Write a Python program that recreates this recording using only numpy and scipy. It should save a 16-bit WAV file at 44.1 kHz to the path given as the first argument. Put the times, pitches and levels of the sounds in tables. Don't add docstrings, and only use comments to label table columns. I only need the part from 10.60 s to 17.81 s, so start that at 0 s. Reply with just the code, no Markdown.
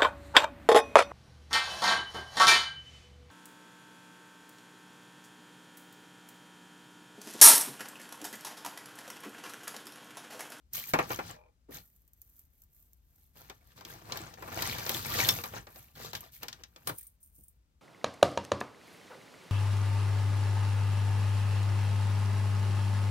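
import sys
import numpy as np
from scipy import signal
from scipy.fft import rfft, irfft, next_fast_len
from scipy.io import wavfile
from scipy.ndimage import uniform_filter1d

SR = 44100
rng = np.random.default_rng(int(sys.argv[2]) if len(sys.argv) > 2 else 0)


def unload_wav(signal):
    wavfile.write(
        sys.argv[1],
        SR,
        np.round(np.clip(np.atleast_2d(signal).T, -1, 1) * 32767).astype(np.int16),
    )


N = 317961

MESH_S = 6.27


def chain():
    table, paper, links = motion()
    hits = contacts(per_s=900, spread_db=3.6, clump_db=2.2, clump_s=0.025)
    ticks = contacts(per_s=870, spread_db=3.5, clump_db=-0.5, clump_s=0.018)
    _, paper_db, table_db, links_db = strikes()
    return (table_top(table, hits, table_db) + table_rumble(table, paper)
            + paper_towel(paper, hits, ticks, paper_db)
            + loose_links(links, hits, ticks, links_db) + flat_chain(links, ticks, links_db))


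# frequency in Hz, relative level in dB.
TABLE_COLOUR = [(70, -16.5), (200, -9), (450, -3.5), (900, -6.5), (1500, -7), (2500, -13), (4500, -35)]
# frequency in Hz, width in Hz, peak gain in dB.
TABLE_MODES = [(496, 45, -14.5), (610, 12, -5.5), (860, 98, -2), (1080, 180, -9), (2380, 150, -5)]


def table_top(table, hits, blow_db):
    steady_and_rattle = table * (0.05 + 0.34 * fade(hits, t60=0.007))
    knock = shake(steady_and_rattle + blows(blow_db, rise_s=0.0016, t60=0.089, crack_db=-8.0))
    knock = colour(knock, TABLE_COLOUR)
    clack_power = table * hits + blows(blow_db - 13, rise_s=0.0005, t60=0.04, crack_db=0)
    clacks = amp(-4) * clinks(clack_power, low_hz=350, high_hz=2700, sharpness=12, count=10)
    return knock + ring(knock, TABLE_MODES) + clacks


# frequency in Hz, relative level in dB.
RUMBLE_COLOUR = [(25, -32), (60, -1), (110, 1.5), (220, -5), (500, -26.5)]


def table_rumble(table, paper):
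    load = uniform_filter1d(table ** 0.69 * paper ** 0.17, 2000)
    return amp(-8.5) * colour(shake(load), RUMBLE_COLOUR)


# frequency in Hz, relative level in dB.
PAPER_COLOUR = [(600, -30.5), (1500, -7), (2500, -5.5), (4000, -1), (5500, -4), (7000, -9), (10000, -19.5)]


def paper_towel(paper, hits, ticks, blow_db):
    rub_and_rattle = paper * (0.33 + 0.19 * fade(hits, t60=0.0091))
    scrape = shake(rub_and_rattle + blows(blow_db, rise_s=0.0004, t60=0.033, crack_db=1.7))
    bead_power = paper * ticks + blows(blow_db - 12, rise_s=.0003, t60=.02, crack_db=0)
    beads = amp(-2.5) * clinks(bead_power, low_hz=1300, high_hz=9000, sharpness=15, count=20)
    return colour(scrape, PAPER_COLOUR) + beads


# frequency in Hz, relative level in dB.
LINKS_COLOUR = [(3000, -34), (6000, -8), (8500, -4), (10500, -5), (12000, 5.5), (15500, 2), (16500, -8.5)]


def loose_links(links, hits, ticks, blow_db):
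    rattle = 0.29 + 0.23 * fade(hits, t60=0.0066) + 1.2 * fade(ticks, t60=0.014)
    tinkle = shake(links * rattle + blows(blow_db, rise_s=0.00013, t60=0.028, crack_db=8))
    loops = amp(-4) * clinks(links * ticks, low_hz=11500, high_hz=15300, sharpness=70, count=8)
    flat_chain_down = np.arange(N) / SR > MESH_S
    return (colour(tinkle, LINKS_COLOUR) + loops) * amp(-2. * flat_chain_down)


# frequency in Hz, width in Hz, gain in dB per pass.
MESH_MODES = [(8950, 420, 7.5), (9600, 380, 6), (12400, 450, 4.5), (15600, 600, 6)]


def flat_chain(links, ticks, blow_db):
    landed = np.arange(N) / SR > MESH_S
    rattle = 0.42 * links * fade(ticks, t60=.004)
    push = landed * shake(rattle + blows(blow_db, rise_s=0.00034, t60=0.059, crack_db=0))
    return ring(ring(push, MESH_MODES), MESH_MODES)


# start in seconds, strongest moment in seconds,
# end in seconds, then power level in dB at the strongest moment for table, paper and links.
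TUGS = [(.132, .15, .255, -60, -40, -38), (.265, .29, .335, -60, -50, -44), (.34, .44, .48, -46, -48, -66),
        (.47, .53, .58, -43.5, -44, -45), (.57, .70, .745, -51, -48, -61),
        (1.11, 1.155, 1.2, -54, -48, -49), (1.2, 1.22, 1.5, -90, -85, -68),
        (1.55, 1.8, 1.87, -84, -82, -65), (1.9, 2.0, 2.1, -88, -86, -71), (2.1, 2.16, 2.37, -88, -84, -66),
        (2.42, 2.62, 2.75, -85, -81, -70), (2.75, 2.77, 2.98, -62, -61, -62),
        (3.0, 3.12, 3.16, -70, -67, -71), (3.16, 3.175, 3.24, -58, -57, -66),
        (3.25, 3.3, 3.45, -52, -54, -59), (3.45, 3.57, 3.74, -46.5, -49, -62),
        (3.775, 3.89, 3.95, -50, -54, -62), (3.92, 4.07, 4.24, -40.5, -36, -45),
        (4.19, 4.35, 4.54, -43, -38, -42), (4.46, 4.6, 4.7, -39, -31, -39),
        (4.62, 4.68, 4.82, -38, -38, -37), (4.83, 4.86, 4.93, -52, -52, -52),
        (4.92, 4.975, 5.0, -42, -45, -61), (5.02, 5.2, 5.32, -62, -63, -59),
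        (5.355, 5.45, 5.52, -49.5, -45, -53), (5.533, 5.56, 5.6, -52, -47, -52),
        (5.6, 5.64, 5.7, -62, -58, -62), (5.718, 5.74, 5.8, -70, -56, -51),
        (5.81, 5.82, 6.02, -58, -60, -68), (6.0, 6.24, 6.27, -72, -77, -72),
        (6.272, 6.295, 6.312, -39, -44, -43), (6.33, 6.39, 6.48, -80, -66, -53),
        (6.605, 6.635, 6.705, -104, -100, -62), (6.725, 6.765, 6.92, -104, -100, -63)]
# dB relative to the strongest moment, at the start and the end of a tug.
START_DB, ENDS_DB = [-6.5, -14.5, -12.5], [-11.5, -13, -14.5]
ONSET_DB_PER_S, SETTLE_DB_PER_S = 3505.5, [503, 449.5, 219]
REST_DB = -98


def motion():
    t = np.arange(0, N, 32) / SR
    power = amp(2 * REST_DB)
    for start, top, end, *top_db in TUGS:
        before = (top - t) / max(top - start, 1e-3)
        after = (t - top) / max(end - top, 1e-3)
        off = np.clip(np.where(t < top, before, after), 0, 1)
        sag_db = np.where(t < top, np.c_[START_DB], np.c_[ENDS_DB]) * off
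        onset_db = ONSET_DB_PER_S * np.maximum(start - t, 0)
        settle_db = np.c_[SETTLE_DB_PER_S] * np.maximum(t - end, 0)
        power = power + amp(2 * (np.c_[top_db] + sag_db - onset_db - settle_db))
    return [np.interp(np.arange(N) / SR, t, p) for p in power]


# time in seconds, drive in dB of paper, of table and of links.
BLOWS = [(0.134, -57, -61.5, -29), (0.3356, -24.5, -18, -41), (0.388, -34, -20.5, -66),
         (0.504, -39, -29.5, -56), (0.5892, -44, -29, -67), (0.647, -62, -54, -70), (0.703, -64, -46, -66),
         (2.898, -40, -45, -48.5), (3.209, -48.5, -48.5, -55), (3.25, -39.5, -57, -50),
         (3.5211, -29, -40, -62), (3.5725, -36, -54, -37.5), (3.739, -45.5, -60, -59),
         (3.8236, -49, -42, -49), (3.876, -60, -41, -58), (3.9612, -56, -47, -61),
         (4.0225, -29, -38.5, -28.5), (4.1834, -34, -38.5, -40), (4.264, -31, -37.5, -52),
         (4.2934, -27, -34.5, -25.5), (4.4474, -33, -45, -54), (4.5875, -26.5, -28, -47),
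         (4.6883, -15.5, -37, -19), (4.8378, -33.5, -35.5, -36.5), (4.9363, -59, -41.5, -49),
         (4.961, -58, -57, -63), (5.0691, -49.5, -47.5, -71), (5.1591, -50, -54.5, -47),
         (5.532, -37.5, -41.5, -42), (5.551, -29, -48, -50), (5.831, -35.5, -41.5, -34),
         (5.883, -32, -50.5, -43), (5.9281, -37.5, -65, -70), (6.036, -39.5, -61, -67.5),
         (6.1612, -46.5, -54, -69), (6.2725, -30.5, -36.5, -32)]
# time in seconds, drive in dB of the links.
LINK_TICKS = [(1.362, -59.5), (1.419, -64.5), (1.478, -58), (1.534, -54), (1.617, -44), (1.765, -55.5),
              (1.793, -48.5), (2.0194, -52), (2.037, -56), (2.226, -60.5), (2.3323, -53.5), (2.56, -62.5),
              (3.073, -58), (5.607, -40), (5.613, -46.5), (6.383, -40), (6.41, -58), (6.429, -49),
              (6.468, -48), (6.629, -53), (6.784, -64.5), (6.836, -55.5), (6.882, -55)]
TICK_BODY_DB = -25


def strikes():
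    light = [(s, db + TICK_BODY_DB, -np.inf, db) for s, db in LINK_TICKS]
    return np.transpose(list(BLOWS) + light)


def blows(level_db, rise_s, t60, crack_db):
    hits, t = np.zeros(N), np.arange(SR // 4) / SR
    hits[np.round(strikes()[0] * SR).astype(int)] = amp(2 * level_db)
    rattle = 10 ** (-6 * t / t60)
    crack = amp(2 * crack_db) * np.exp(-t / 0.00019)
    shape = (rattle + crack) * (1 - np.exp(-t / rise_s))
    return abs(signal.oaconvolve(hits, shape)[:N])


def contacts(per_s, spread_db, clump_db, clump_s):
    size_db = spread_db * np.minimum(rng.exponential(1, N), 4)
    span = int(clump_s * SR)
    slow_noise = uniform_filter1d(uniform_filter1d(rng.standard_normal(N), span), span)
    happens = rng.random(N) < per_s / SR
    power = amp(2 * (size_db + clump_db * evened(slow_noise))) * happens
    return power / power.mean()


def clinks(power, low_hz, high_hz, sharpness, count):
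    held = SR // 300
    part = np.repeat(rng.integers(0, count, N // held + 1), held)[:N]
    pitch = np.geomspace(low_hz, high_hz, count) * rng.uniform(0.79, 1.044, count)
    push = shake(power)
    out = np.zeros((2, N))
    for k, hz in enumerate(pitch):
        loudness = np.sqrt(SR * sharpness / hz / np.pi)
        out += loudness * ring(push * (part == k), [(hz, hz / sharpness, 0)])
    return out


ROLL_START_S, ROLL_END_S, ROLL_DB, ROLL_FADE_DB = .70, 0.9, -53, -11.5
BUMP_START_S, BUMP_GAP_S, BUMP_DB = .765, 0.024, -36


def roll():
    t = np.arange(N) / SR
    done = (t - ROLL_START_S) / (ROLL_END_S - ROLL_START_S)
    level = amp(ROLL_FADE_DB * np.clip(done, 0, 1)) * (done > 0) * (done < 1)
    bumps = (t > BUMP_START_S) * np.exp(-((t - BUMP_START_S) % BUMP_GAP_S) / 0.0026)
    low = [(hz, 2 * width, -5 * np.log10(width)) for hz, width, _ in TABLE_MODES[:3]]
    high = TABLE_MODES[-1:]
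    rub = evened(ring(ring(shake(np.ones(N)), low), low)) * level * (0.45 + bumps)
    return amp(ROLL_DB) * rub + amp(BUMP_DB) * ring(shake(bumps) * level, high)


# start in seconds, frequency in Hz, level in dB of the main tone, 60 dB decay time in seconds.
RINGING_PARTS = [(1.165, 14400, -57, .45), (4.499, 14200, -34, .03), (4.690, 5480, -20, .045),
                 (4.690, 3550, -17, .035), (4.704, 5480, -32, .04)]


def rings():
    out, t = np.zeros((2, N)), np.arange(SR // 2) / SR
    for (s, hz, db, t60), turn in zip(RINGING_PARTS, rng.random((len(RINGING_PARTS), 2, 1))):
        main = np.sin(2 * np.pi * (hz * t + turn))
        partner = .6 * np.sin(2 * np.pi * hz * 1.006 * t)
        envelope = amp(db - 60 * t / t60) * (1 - np.exp(-t / .001))
        out[:, round(s * SR):][:, :len(t)] += envelope * (main + partner)
    return out


# start in seconds, level in dB, centre frequency in Hz.
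FINGER_THUMPS = [(0.17, -55.5, 600), (1.085, -50.5, 330), (6.286, -43, 396), (6.78, -61.5, 153.6)]


def thumps():
    out, t = np.zeros((2, N)), np.arange(SR // 10) / SR
    swell = np.e * t / 0.012 * np.exp(-t / 0.012)
    for (s, db, hz), noise in zip(FINGER_THUMPS, rng.standard_normal((len(FINGER_THUMPS), 2, len(t)))):
        mode = [(hz, hz, 0)]
        body = evened(ring(ring(noise, mode), mode))
        out[:, round(s * SR):][:, :len(t)] += amp(db) * body * swell
    return out


def echoes(x, t60):
    t = np.arange(SR // 3) / SR
    signs = rng.choice([-1., 1.], (2, len(t)))
    sparse = rng.random((2, len(t))) < .05
    tail = signs * sparse * amp(-60 * t / t60) * (t > .004)
    tail = signal.lfilter([.4], [1, -.6], tail)
    return signal.fftconvolve(x, tail / np.linalg.norm(tail[0]), axes=1)[:, :N]


# frequency in Hz, relative density in dB.
ROOM_SPECTRUM = [(20, -34), (40, -11), (58, -1.5), (110, -18), (200, -24), (400, -35.5), (1500, -42),
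                 (9500, -48), (13000, -55)]
ROOM_DB = -66.5


def room_tone():
    gain = amp(read(ROOM_SPECTRUM, np.fft.rfftfreq(N, 1 / SR)))
    spectrum = rfft(rng.standard_normal((2, N))) * gain
    return amp(ROOM_DB) * evened(irfft(spectrum, N))


def amp(db):
    return 10 ** (np.asarray(db) / 20)


def evened(x):
    return x / np.sqrt(np.mean(x ** 2) + 1e-20)


def read(points, hz):
    f, value = np.transpose(points)
    return np.interp(np.log(hz + 1), np.log(f + 1), value)


def colour(x, points):
    log_gain = np.log(amp(read(points, abs(np.fft.fftfreq(4096, 1 / SR)))))
    taps = np.fft.ifft(np.exp(np.conj(signal.hilbert(log_gain)))).real[:2048]
    return signal.oaconvolve(x, taps[None] / np.linalg.norm(taps), axes=1)[:, :N]


def ring(x, modes):
    return sum(amp(db) * signal.lfilter(*signal.iirpeak(hz, hz / width, SR), x) for hz, width, db in modes)


def fade(power, t60):
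    r = 10 ** (-6 / (t60 * SR))
    return signal.lfilter([1 - r], [1, -r], power)


def shake(power):
    return np.sqrt(power) * rng.standard_normal((2, N))


def scene():
    near = chain() + roll() + rings() + thumps()
    return near + amp(-12.0) * echoes(near, t60=.12) + room_tone()


# frequency in Hz, share in common from 0 to 1.
PORT_LIKENESS = [(60, .96), (250, .85), (1000, .45), (9700, .35), (10700, .96), (15000, .9), (16000, .65)]
# frequency in Hz, lead in radians.
RIGHT_LEAD = [(300, 0), (1000, 2.2), (3000, 1.4), (9500, 2.4), (10700, 3.15), (13260, 6.2), (16000, 8.7)]
# frequency in Hz, left over right in dB.
PORT_TILT = [(60, 4), (150, -0.5), (380, 1.5), (950, 4.5), (2380, 1), (5980, 7), (15000, -3)]
EDGE_HZ = 16000


def record(dry):
    size = next_fast_len(N + 4096)
    hz = np.fft.rfftfreq(size, 1 / SR)
    shared, apart = rfft(dry, size)
    alike = np.clip(read(PORT_LIKENESS, hz), 0, 1)
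    tilt = amp(read(PORT_TILT, hz) / 2)
    lead = np.exp(1j * read(RIGHT_LEAD, hz))
    right = alike * lead * shared + np.sqrt(1 - alike ** 2) * apart
    ports = irfft(np.array([shared * tilt, right / tilt]), size)[:, :N]
    low_pass = signal.firwin(511, EDGE_HZ, window=("kaiser", 9), fs=SR)
    return signal.oaconvolve(ports, low_pass[None], "same")


dry = scene()
out = record(dry)
unload_wav(out)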